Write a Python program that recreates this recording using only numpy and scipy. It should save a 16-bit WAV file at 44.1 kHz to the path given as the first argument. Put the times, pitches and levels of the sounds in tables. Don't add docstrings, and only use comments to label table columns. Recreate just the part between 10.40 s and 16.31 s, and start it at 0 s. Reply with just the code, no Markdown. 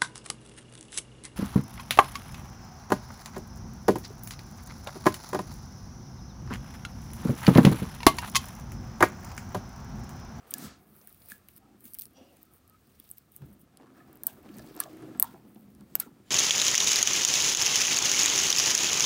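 import sys
import numpy as np
from scipy import signal
from scipy.fft import rfft, irfft, next_fast_len
from scipy.io import wavfile
from scipy.ndimage import uniform_filter1d, map_coordinates

SR = 44100
rng = np.random.default_rng(int(sys.argv[2]) if len(sys.argv) > 2 else 0)


def int16_out(signal):
    q = np.round(np.clip(np.atleast_2d(signal).T, -1, 1) * 32767)
    wavfile.write(sys.argv[1], SR, q.astype(np.int16))


def magnitude_from_level(level_db):
    exponent = np.asarray(level_db, float) / 20
    return 10 ** exponent


N = 260441


def unit(x):
    return x / np.sqrt(np.mean(x ** 2) + 1e-20)


def peak_one(x):
    return x / np.abs(x).max()


def add_at(out, start_s, sound):
    out[..., round(start_s * SR):][..., :sound.shape[-1]] += sound


def noise():
    return rng.standard_normal(N)


def along(points, hz):
    f, v = np.transpose(points)
    return np.interp(np.log(hz + 1), np.log(f + 1), v)


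def curves(rows):
    s, *cols = np.transpose(rows)
    return [np.interp(np.arange(N) / SR, s, c) for c in cols]


def wobble(rate_hz):
    knots = rng.standard_normal(int(N * rate_hz / SR) + 4)
    return map_coordinates(knots, [np.arange(N) * rate_hz / SR])


def swells(peaks, rise_s, fall_s):
    swell_db, hop = 36.5, 64
    late = np.arange(0, N + hop, hop)[None] / SR - peaks[0][:, None]
    steps = np.maximum(-late / np.reshape(rise_s, (-1, 1)), late / np.reshape(fall_s, (-1, 1)))
    power = np.sum(magnitude_from_level(peaks[1][:, None] - swell_db * steps) ** 2, axis=0)
    return np.interp(np.arange(N), np.arange(len(power)) * hop, np.sqrt(power))


def filtered(x, response):
    m = next_fast_len(len(x) + min(len(x), 4096))
    return irfft(rfft(x, m) * response(np.fft.rfftfreq(m, 1 / SR)), m)[:len(x)]


def modes(rows):
    def response(f):
        return sum((-1) ** k * magnitude_from_level(db) * 1j * f * w / (c * c - f * f + 1j * f * w)
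                   for k, (c, w, db) in enumerate(rows))
    return response


def coloured(spectrum):
    return lambda hz: magnitude_from_level(along(spectrum, hz))


def grains(per_second, spread_db, hiss):
    chance, size = rng.random(N), np.minimum(rng.exponential(size=N), 3)
    clicks = (chance < per_second / SR) * magnitude_from_level(spread_db * size) * np.sign(noise())
    return unit(unit(clicks) + hiss * noise())


# freq_hz [Hz], level_db [dB per Hz]
HUSH_SPECTRUM = [(15, -31.5), (25, 4), (100, 6), (233, -1.5), (887, -17.5), (1300, -11.5), (1410, -15.5),
                 (2780, -18), (7630, -22.5), (9230, -20), (10000, -25.5), (14700, -22), (16300, -21.5)]


def hush():
    hiss = filtered(noise(), lambda f: coloured(HUSH_SPECTRUM)(f) * (f < 15950))
    return magnitude_from_level(-67 + 1.1 * wobble(3)) * unit(hiss)


# time_s [s], level_db [dB]
SCRAPE_LEVELS = [
    [(1.745, -70), (1.77, -61), (1.86, -64.5), (2.0, -78)],
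    [(5.8, -101), (5.874, -64.5), (5.906, -69)],
]
# freq_hz [Hz], width_hz [Hz], level_db [dB]
NEAR_BODY = [(550, 95, 4.5), (750, 54, 3.5), (2800, 220, -8), (3280, 45, 3), (4840, 390, -14.5),
             (5750, 110, -2.5)]
FAR_BODY = [(1680, 110, 1), (3100, 50, 0), (3880, 150, -4), (7170, 39, 8), (10400, 33, -2)]
MODE_FADES = [8, -7, -16, 200, 30, 148]
# centre_s [s], level_db [dB], pitch_hz [Hz], length_s [s]
SQUEAK_EVENTS = [
    (1.282, -68, 780, 0.12),
    (1.245, -69.5, 1280, 0.038),
    (2.105, -73.5, 1290, 0.073),
    (2.263, -78, 1180, 0.047),
    (2.33, -69.5, 1270, 0.066),
    (3.628, -66.5, 1266, 0.084),
]


def far_off():
    t, out = np.arange(N) / SR, np.zeros(N)
    catch_s = 1.777
    since_s = np.abs(t - catch_s) * (t < 3)
    for rows, body, lift_db in zip(SCRAPE_LEVELS, (NEAR_BODY, FAR_BODY), (4, -2.5)):
        inside = uniform_filter1d(1. * ((t > rows[0][0]) & (t < rows[-1][0])), size=2500)
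        hum = np.zeros(N)
        for mode, fade_db_per_s in zip(body, MODE_FADES):
            swell = magnitude_from_level(3.5 * wobble(30) - fade_db_per_s * since_s)
            hum += swell * filtered(noise(), modes([mode]))
        hum /= np.sqrt(np.average(hum ** 2, weights=inside))
        out += inside * magnitude_from_level(curves(rows)[0] + lift_db) * hum
    for centre_s, db, hz, length_s in SQUEAK_EVENTS:
        narrow = unit(filtered(noise(), modes([(hz, 30, 0)])))
        out += magnitude_from_level(db) * np.exp(-np.abs(1.56 * (t - centre_s) / length_s) ** 5.9) * narrow
    return out


# time_s [s], force_db [dB], wetness_db [dB], loudest_hz (place on the table) [Hz]
PUSH_CURVES = [(0, -77, 13.5, 236), (.25, -42, -12.5, 212), (.34, -60.5, -5.5, 243), (.62, -66, -4, 200),
               (1.89, -64.5, -10, 264), (2.91, -74, -1, 186), (3.04, -52, -21, 147),
               (3.14, -60.5, -10.5, 194), (3.33, -63.5, -9, 202), (3.39, -59.5, -4.5, 266),
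               (3.95, -55.5, -12, 262), (4.09, -53, -7, 255), (4.19, -46, -15, 192), (4.34, -55, -6, 295),
               (4.65, -52, -7.5, 330), (4.8, -53, -5.5, 238), (4.98, -55, -19, 209.5),
               (5.91, -61, -12, 217)]
# peak_s [s], level_db [dB]
LEG_HEAVES = [
    (.27, -54),
    (1.89, -86),
    (3.05, -56.5),
    (3.9, -55),
    (4.2, -60.5),
    (4.799, -62.5),
    (5.35, -61),
]
# freq_hz [Hz], width_hz [Hz], level_db [dB]
TABLE_MODES = [(123.8, 7.2, 1.5), (148.3, 16, 3), (206, 14.5, 1), (256.8, 19, -0.5), (317, 28, 3),
               (371, 24, 0.5)]
# freq_hz [Hz], width_hz [Hz], level_db [dB]
WET_POCKETS = [(452, 320, 1.5), (714, 40, 4), (780, 14, 2.5), (1100, 180, -9.5), (1280, 220, -1.5),
               (1690, 43, -5.5), (2180, 160, -15.5)]


def pushing():
    table_db, wetness_db, loudest_hz = curves(PUSH_CURVES)
    lumps = wobble(25)

    wood, power = np.zeros(N), np.zeros(N)
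    for hz, width_hz, db in TABLE_MODES:
        away_db = np.minimum(22 * np.abs(np.log2(hz / loudest_hz)), 12)
        share = magnitude_from_level(db + 1.5 * wobble(5) - away_db)
        shaking = grains(300, spread_db=0.0, hiss=1.83)
        wood += share * unit(filtered(shaking, modes([(hz, width_hz, db)])))
        power += share ** 2
    wood /= np.sqrt(power)

    squeezes, wet = grains(260, spread_db=1.0, hiss=0.7), np.zeros(N)
    for k, pocket in enumerate(WET_POCKETS):
        swell = magnitude_from_level(3.8 * np.clip(wobble(45), -2, 1.5))
        wet += swell * filtered(np.roll(squeezes, k * SR // 3), modes([pocket]))

    rocking = swells(np.transpose(LEG_HEAVES), rise_s=0.052, fall_s=0.35) + magnitude_from_level(-75.5)
    legs, floor = modes([(60, 30, 0), (90, 30, -1)]), modes([(75, 70, 0)])
    sway = filtered(noise(), lambda f: legs(f) * floor(f))

    wood_gain = magnitude_from_level(table_db + 0.69 * lumps + 1.98 * wobble(6))
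    wet_gain = magnitude_from_level(table_db + wetness_db + 1.1 * lumps)
    return wood_gain * wood + wet_gain * unit(wet) + rocking * unit(sway)


# freq_hz [Hz], level_db [dB per Hz]
RUSH_SPECTRUM = [(880, -2), (1500, -0.5), (2820, -6), (4580, -1.5), (10200, -4), (14300, -4), (15900, 2)]


def air_rush():
    peak_s, level_db, rise_s, fall_s, bright_hz = 0.24, -47.5, 0.054, 0.078, 7050
    late = np.arange(N) / SR - peak_s
    skin = unit(filtered(noise(), lambda f: coloured(RUSH_SPECTRUM)(f) * (f < 15950)))
    dull = filtered(skin, lambda f: 1 / (1 + (f / bright_hz) ** 4))

    def swell(lasts):
        return np.exp(-(late / np.where(late < 0, rise_s, lasts * fall_s)) ** 2 / 2)

    return magnitude_from_level(level_db + 0.65 * wobble(36.0)) * (swell(0.9) * dull + swell(0.33) * (skin - dull))


# start_s [s], peak_db [dB], pitch_hz [Hz]
FINGER_KNOCKS = [(0.197, -41, 258), (3.018, -35.5, 134), (3.032, -41.5, 146), (3.056, -47.5, 170),
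                 (3.095, -49, 200), (3.231, -49, 179), (3.396, -49, 260), (3.709, -66, 202),
                 (4.096, -37.5, 209), (4.306, -40, 304), (4.358, -39.5, 299), (4.44, -58, 320),
                 (4.49, -49, 334), (3.87, -53, 380), (3.98, -48, 387), (4.53, -43.5, 290), (4.57, -48, 324),
                 (4.624, -37.5, 313), (4.679, -42, 335), (4.752, -35.5, 202), (4.938, -37, 217),
                 (5.049, -45, 198), (5.159, -40, 222), (5.274, -48, 195), (5.299, -54, 206),
                 (5.356, -50, 200), (5.403, -42, 204), (5.419, -42.5, 206), (5.519, -50.5, 196),
                 (5.636, -65, 220), (5.661, -40.5, 228), (5.685, -50, 254), (5.776, -51, 196),
                 (5.796, -46, 196),
                 (0.368, -57, 247),
    (0.495, -55, 245),
    (0.916, -46.5, 155),
    (1.147, -59, 183),
    (1.343, -54, 241),
    (1.45, -49, 210),
    (1.66, -50.5, 242),
    (1.807, -46.5, 249),
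    (1.78, -48, 553),
    (1.838, -52.5, 249),
]
# start_s [s], peak_db [dB], pitch_hz [Hz]
MORE_KNOCKS = [
    (2.475, -55, 246),
    (2.54, -58.5, 330),
    (2.595, -51.5, 215),
    (2.704, -57, 193),
    (3.44, -48, 300),
    (3.864, -48, 149),
    (4.004, -46, 251),
    (4.158, -44, 207),
    (4.24, -49, 203),
    (4.35, -40, 206),
]


def knocks(rows):
    out, t = np.zeros(N + SR), np.arange(6144) / SR
    for start_s, db, hz in rows:
        blow = (1 - np.exp(-t / 0.00099)) * magnitude_from_level(-60 * t / 0.045) * rng.standard_normal(len(t))
        ring = filtered(blow, modes([(hz, 26, 0), (1.505 * hz, 90, -9)]))
        add_at(out, start_s, magnitude_from_level(db - 1.5) * peak_one(ring))
    return out[:N]


# peak_s [s], crackle_db [dB], rub_db [dB], rise_s [s], fall_s [s]
PEEL_EVENTS = [(.075, -58.5, -69, 0.026, 0.24), (0.117, -53, -56, 0.045, 0.13),
               (.43, -64.5, -82, 0.22, 0.25), (.585, -56.5, -69.5, 0.27, .15),
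               (0.689, -56.5, -68, 0.38, 0.44), (.81, -58, -70, .15, 0.33),
               (1.11, -59.5, -70.5, 0.17, 0.18), (1.3, -82, -88, 0.42, .3), (.914, -44, -52.5, 0.14, 0.11),
               (1.158, -68, -70, 0.036, .1), (1.179, -46, -61, 0.048, 0.015),
               (1.454, -49.5, -63.5, 0.12, 0.39), (1.637, -47, -58.5, 0.15, 0.075),
               (2.02, -67.5, -71, 1, 0.25), (2.141, -57.5, -82, .09, 0.14), (2.66, -64, -69, 1, 0.5),
               (2.706, -56, -73, 0.13, 0.11), (2.78, -59, -67.5, 0.084, 0.071),
               (2.965, -56.5, -66, 0.17, 0.091), (3.06, -66.5, -78, 0.24, .2), (3.135, -62, -82, 0.052, .1),
               (3.213, -57, -74, 0.06, 0.054), (3.57, -70.5, -75.5, 0.18, 1.7),
               (3.875, -51, -58.5, 0.083, 0.26), (4.186, -59.5, -59.5, 0.31, 1.3),
               (4.41, -51.5, -48, 0.05, 0.19), (4.68, -70, -68, 0.14, 0.85),
               (4.822, -51.5, -50.5, 0.021, 0.28), (5.082, -67.5, -81, 0.19, 1.6),
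               (5.561, -64, -61.5, 0.21, 0.065), (5.606, -44.5, -46, 0.045, .11),
               (5.905, -68, -59, 0.12, .1)]
# freq_hz [Hz], level_db [dB per Hz]
FILM_SPECTRUM = [(4650, -42), (7900, -12), (8530, -9.5), (12700, -7.5), (14800, -1.5), (15800, 1),
                 (16500, -12)]
# freq_hz [Hz], level_db [dB per Hz]
SKIN_SPECTRUM = [(1060, -8), (1800, -1.5), (1970, -3.5), (2260, 0), (2820, -3), (4560, -2.5), (8500, -7),
                 (11000, -37.5), (18700, -120)]
PATCH_EDGES = [0, 2600, 4000, 6000, 20000]


def peeling():
    peak_s, crackle_db, rub_db, rise_s, fall_s = np.transpose(PEEL_EVENTS)
    rub_lingers = 0.88
    tearing = swells((peak_s, crackle_db), rise_s, fall_s)
    rubbing = swells((peak_s, rub_db), rub_lingers * rise_s, rub_lingers * fall_s)
    crackle = filtered(grains(900, spread_db=3, hiss=1.1),
                       lambda f: coloured(FILM_SPECTRUM)(f) * (f > 7900) * (f < 15950))
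    skin, rub = filtered(grains(1100, spread_db=4.0, hiss=1.36), coloured(SKIN_SPECTRUM)), np.zeros(N)
    for lo, hi in zip(PATCH_EDGES, PATCH_EDGES[1:]):
        rub += magnitude_from_level(3.2 * wobble(30)) * filtered(skin, lambda f: (f >= lo) * (f < hi))
    flutter = magnitude_from_level(-3.0 + 2 * wobble(90))
    return flutter * (tearing * unit(crackle) + rubbing * unit(rub))


# start_s [s], peak_db [dB], pitch_hz [Hz]
SKIN_TICKS = [(0.613, -51.5, 5800), (0.704, -55, 3650), (0.819, -52.5, 3940), (1.087, -47.5, 2880),
              (1.478, -66, 2300), (1.55, -48.5, 2380), (1.59, -56, 2300), (1.615, -58, 2400),
              (2.601, -53, 3380), (2.602, -59, 1300), (.675, -56, 1480), (4.033, -60, 2540),
              (4.089, -49, 2530), (4.141, -50, 4720), (4.152, -56, 4500), (4.223, -47.5, 4450),
              (4.273, -47.5, 4250), (4.287, -49, 4370), (4.343, -52, 3380), (4.375, -44, 4860),
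              (4.39, -44, 1300), (4.572, -52, 1930), (5.158, -57, 3040), (.118, -48, 3300)]


def dull_ticks():
    out, t = np.zeros(N + SR), np.arange(1024) / SR
    for start_s, db, hz in SKIN_TICKS:
        click = filtered(magnitude_from_level(-60 * t / 0.02) * rng.standard_normal(len(t)), modes([(hz, 0.28 * hz, 0)]))
        add_at(out, start_s, magnitude_from_level(db) * peak_one(click))
    return out[:N]


# start_s [s], peak_db [dB], pitch_hz [Hz], t60_s [s]
CLEAR_BUBBLES = [
    (0.1412, -46, 1690, 0.089),
    (0.919, -32, 1630, 0.012),
    (2.599, -52, 3420, .015),
    (3.399, -50, 780, .03),
    (4.195, -50, 1680, 0.033),
    (4.4032, -39.5, 1100, 0.027),
    (4.408, -42, 1660, 0.035),
    (4.8269, -31, 1020, 0.0203),
]


def bubbles():
    out, t = np.zeros(N + SR), np.arange(4096) / SR
    for start_s, db, hz, t60_s in CLEAR_BUBBLES:
        envelope = magnitude_from_level(db + 2 - 60 * t / t60_s) * (1 - np.exp(-t / .0006))
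        add_at(out, start_s, envelope * np.sin(2 * np.pi * hz * t))
    return out[:N]


# start_s [s], peak_db [dB], pitch_hz [Hz], t60_s [s], gurgle_db [dB]
PLOP_EVENTS = [(0.139, -58, 1680, 0.1, 1), (0.239, -46.5, 1280, 0.27, 2.5), (0.918, -43.5, 1700, 0.022, 4),
               (0.93, -65, 1675, 0.27, 11), (3.4, -56, 780, 0.084, -4), (3.461, -58, 1140, 0.074, -2),
               (3.556, -57, 1280, 0.098, 3), (3.6, -59.5, 1730, 0.17, 6.5), (3.43, -60, 1010, .1, 3),
               (3.47, -59, 1100, .1, -5), (3.575, -62, 1520, 0.11, -2), (3.68, -59, 930, 0.081, -3),
               (3.836, -51, 653, 0.15, -1), (3.869, -42, 740, 0.15, -6.5), (3.873, -57, 1610, 0.15, 6.5),
               (4.192, -46.5, 586, 0.13, 0.5), (4.368, -49, 685, 0.16, 3.5), (4.4025, -34, 1150, 0.17, -7),
               (4.406, -42, 1680, 0.061, 2.5), (4.455, -47.5, 633, 0.11, 5.5),
               (4.625, -46, 637, 0.16, -9.5), (4.749, -46.5, 764, .1, -3), (4.797, -37, 730, 0.13, -4.5),
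               (4.826, -33.5, 882, 0.096, -2.5), (4.842, -41.5, 945, 0.07, 4),
               (4.861, -56.5, 1360, 0.35, 4), (4.799, -55, 1710, .07, -1.5), (4.943, -51, 706, 0.15, 3.5),
               (5.159, -62, 710, 0.09, 8.5), (5.555, -50, 1690, 0.055, -10), (5.6, -41, 1350, 0.25, -5),
               (5.662, -58.5, 843, 0.096, 5.5), (4.24, -56, 605, 0.063, 7), (4.54, -70, 640, 0.057, 3),
               (5.411, -54.5, 878, 0.17, -10)]
# freq_hz [Hz], width_hz [Hz], level_db [dB]
POCKET_MODES = [(780, 17, -13.5), (1090, 83, -7.5), (1349, 34, 1), (1690, 135, 0.5)]


def plops():
    out, t = np.zeros(N + SR), np.arange(6144) / SR
    start = 1 - np.exp(-t / 0.00017)
    for start_s, db, hz, t60_s, gurgle_db in PLOP_EVENTS:
        woken = [(c, w, g - 18 * abs(np.log2(c / hz))) for c, w, g in POCKET_MODES]
        click = filtered(start * magnitude_from_level(-60 * t / 0.0034) * rng.standard_normal(len(t)), modes(woken))
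        own = modes([(hz, 200, 0), (1.5 * hz, 260, -8)])
        flutter = 1 + 0.66 * np.sin(2 * np.pi * (rng.random() + 55 * t))
        decay = start * magnitude_from_level(-60 * t / np.clip(t60_s, .01, .4))
        gurgle = filtered(decay * flutter * rng.standard_normal(len(t)), lambda f: own(f) ** 2)
        add_at(out, start_s, magnitude_from_level(db) * (peak_one(click) + magnitude_from_level(gurgle_db) * peak_one(gurgle)))
    return out[:N]


# start_s [s], peak_db [dB]
SEAL_BREAK = (5.5539, -19)
# freq_hz [Hz], width_hz [Hz], level_db [dB]
SEAL_FILM = [(12100, 1300, 0), (14100, 1700, 0)]


def snap():
    start_s, peak_db = SEAL_BREAK
    step = np.zeros(N)
    step[round(start_s * SR)] = 1
    even = filtered(step, modes([(295, 780, 1.7), (2490, 6500, -4.5)]))
    film = filtered(step, lambda f: modes(SEAL_FILM)(f) ** 2)
    return magnitude_from_level(peak_db) * peak_one(even) + magnitude_from_level(-5.5) * peak_one(film)


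# start_s [s], peak_db [dB],
# skin_db [dB]
LONE_TICKS = [(0.695, -42, -20), (0.727, -37, -17), (0.903, -40, -21), (0.9, -33.5, -6.5),
              (1.086, -37, -11), (1.164, -35, -21), (1.179, -39, -20), (1.4427, -35, -23),
              (1.4545, -32.5, -14.5), (1.626, -33, -30), (1.6552, -36, -2), (2.03, -31, -32),
              (2.137, -44, -16), (2.278, -44, -18), (1.9695, -48.5, -5), (2.691, -40.5, -8),
              (2.702, -32, -29), (2.7826, -29.5, -22), (2.92, -42, -27), (3.1136, -50, -25),
              (3.3722, -44.5, 2.5), (3.7295, -40.5, -21), (3.7564, -36, -34), (3.772, -44, -8),
              (4.1846, -42.5, 8.5), (4.195, -47, 6), (4.265, -47.5, -1), (4.365, -34, -9),
              (4.4374, -40, 9.5), (5.4088, -51, 4.5), (1.479, -41, -10), (1.569, -44, -22),
              (1.6005, -37, -22), (1.6149, -34, -12), (1.667, -40, -25), (2.592, -57, -27),
              (2.627, -48, -22), (2.642, -40, -27), (2.665, -53, -20), (2.736, -46, -22), (2.772, -44, -22),
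              (4.775, -44, -19.5), (4.939, -54, 3), (5.093, -54, -20), (5.194, -49.5, -25),
              (5.209, -48, -22), (5.304, -52, -22), (5.35, -49.5, 0),
              (0.5644, -43, -20), (0.6164, -50, -22), (0.6315, -48, -22), (0.6479, -48, -19),
              (0.7464, -41, -24), (0.8026, -49, -22), (0.8355, -53, -22), (0.8588, -38, -24),
              (0.9804, -44, -17), (1.407, -44, -16), (1.7085, -51, -20), (1.7337, -51, -22),
              (1.9285, -52, -19), (2.0168, -53, -28), (2.0532, -46, -24), (2.1824, -49, -22),
              (2.2976, -42.5, -15), (2.3351, -53, -22), (2.472, -48, -24), (3.02, -50, -22),
              (3.0649, -51, -22), (3.1033, -49, -24), (3.1298, -49, -21), (3.1951, -51, -20),
              (3.2151, -48, -12), (3.676, -54, -20), (3.881, -36, -24), (3.9848, -51, -22),
              (4.0297, -47.5, -16), (4.1695, -40, -22), (4.2198, -45, -22), (4.351, -40, -22),
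              (4.5317, -46, -20), (4.57, -50.5, -3), (4.6229, -50, 0)]


def small_pockets():
    swarm = []
    for peak_s, crackle_db, _, rise_s, fall_s in PEEL_EVENTS:
        a, b, c = rng.standard_normal(3)
        start_s = peak_s + 0.28 * a * (fall_s if a > 0 else rise_s)
        swarm.append((start_s, crackle_db - 2.3 * abs(a) + 3 * b, -22 + 7 * c))
    full_skin_hz, duller_hz_per_db = 10500, 146
    return [(np.clip(s, 0, N / SR), db, np.clip(full_skin_hz - duller_hz_per_db * skin_db, 8000, 15200), skin_db)
            for s, db, skin_db in LONE_TICKS + swarm]


# start_s [s], peak_db [dB], snap_hz [Hz], skin_db [dB]
PITCHED_POPS = [(0.1066, -35, 12700, -22), (.1085, -27, 12600, -26), (.1097, -28, 9500, -24),
                (.111, -27.5, 12700, -20), (0.1392, -10.5, 15900, -5.5), (.1818, -34, 12500, -30),
                (.1834, -26, 12900, -28), (0.6734, -29.5, 14100, -19), (0.8873, -30, 14600, -27),
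                (0.919, -35.5, 9300, 4.5), (1.5357, -23, 14300, -23), (1.5438, -21, 14000, -25),
                (1.5481, -31, 14000, -13), (1.549, -26.5, 13900, -14.5), (1.587, -22, 15000, -17),
                (1.5977, -20.5, 14500, -28), (1.611, -24, 14000, -15), (1.62, -20.5, 14500, -13),
                (2.5997, -30.5, 15000, -17), (2.7134, -26, 11500, -29), (2.9635, -28, 13100, -22),
                (3.835, -17.5, 13400, -19), (3.8686, -6, 13860, -23.5), (4.7982, -5, 13900, -19),
                (4.8257, -1.5, 14240, -21), (4.844, -30, 13700, -12), (5.554, -12, 15000, -8),
                (1.5933, -27, 12800, -9), (5.5998, -23.5, 11400, -7), (5.147, -44.5, 11500, -20)]
# start_s [s], peak_db [dB], snap_hz [Hz], skin_db [dB]
RAGGED_POPS = [
    (4.4018, -17, 13800, -14),
    (4.4027, -10, 12500, -22),
    (4.4038, -21, 14000, -6),
    (5.5994, -17, 12400, -15),
    (5.6009, -13, 13000, -20),
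    (5.6017, -13, 12700, -15),
    (5.6032, -19, 12700, -8),
]


def pops():
    lead = 256
    out, t = np.zeros((2, N + SR)), np.arange(-lead, 1024) / SR
    skin = modes([(2400, 1100, -9.0), (3850, 2830, 2.0), (6100, 6700, 0.0)])
    rest = modes([(8440, 1100, -5.0), (11500, 5500, -10.0), (15000, 1080, -9.5)])
    for start_s, db, hz, skin_db in PITCHED_POPS + RAGGED_POPS + small_pockets():
        big = magnitude_from_level(0.08 * (db + 31))
        fall = magnitude_from_level(-60 * t / (.0012 + .0018 * big)) + .17 * big * magnitude_from_level(-60 * t / (.008 + .01 * big))
        lead_in = magnitude_from_level(-28 + 60 * t / .006) / max(big, 1) ** 2
        envelope = np.where(t < 0, lead_in, fall)
        tear = envelope * rng.standard_normal((2, len(t))) + np.array([[3.5], [1]]) * (t == 0)
        tone = modes([(hz, 3500, 0)])
        top = filtered(tear[0], lambda f: tone(f) ** 2 + rest(f))
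        top = filtered(top, lambda f: 1 / (1 + (7850 / (f + 1)) ** 60))
        middle = filtered(tear[1], skin)
        add_at(out, start_s, magnitude_from_level(db) * np.array([peak_one(top), magnitude_from_level(skin_db) * peak_one(middle)]))
    film_part, skin_part = out[:, lead:N + lead]
    return filtered(film_part, lambda f: f > 7900) + skin_part


# freq_hz [Hz], t60_s [s]
ROOM_DECAY = [(300, 0.98), (2000, 0.1), (8000, 0.076), (16000, 0.033)]


def room(x):
    out, step, delay = np.zeros(N + SR), SR // 4, 130
    for start in range(0, N, step):
        hz, t, z = signal.stft(rng.standard_normal(SR // 3), SR, nperseg=256)
        decay = magnitude_from_level(-60 * t / along(ROOM_DECAY, hz)[:, None])
        tail = signal.istft(z * decay, SR, nperseg=256)[1]
        answer = signal.fftconvolve(x[start:start + step], tail / np.linalg.norm(tail))
        out[start + delay:][:len(answer)] += answer
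    return out[:N]


def scene():
    soft = hush() + far_off() + pushing() + air_rush() + peeling()
    touches = knocks(FINGER_KNOCKS) + knocks(MORE_KNOCKS)
    bursts = dull_ticks() + bubbles() + plops() + snap() + pops()
    return (soft + touches + bursts + magnitude_from_level(-18.0) * room(bursts))[None]


def band_limit(x):
    return signal.sosfilt(signal.butter(12, 16960, fs=SR, output="sos"), x)


def record(dry):
    def band(f):
        return 1 / (1 + (45 / (f + 1)) ** 4) / (1 + (f / 16100) ** 40) * (f < 16950)
    mix = filtered(dry[0], band)[None]
    return band_limit(mix)


dry = scene()
out = record(dry)
int16_out(out)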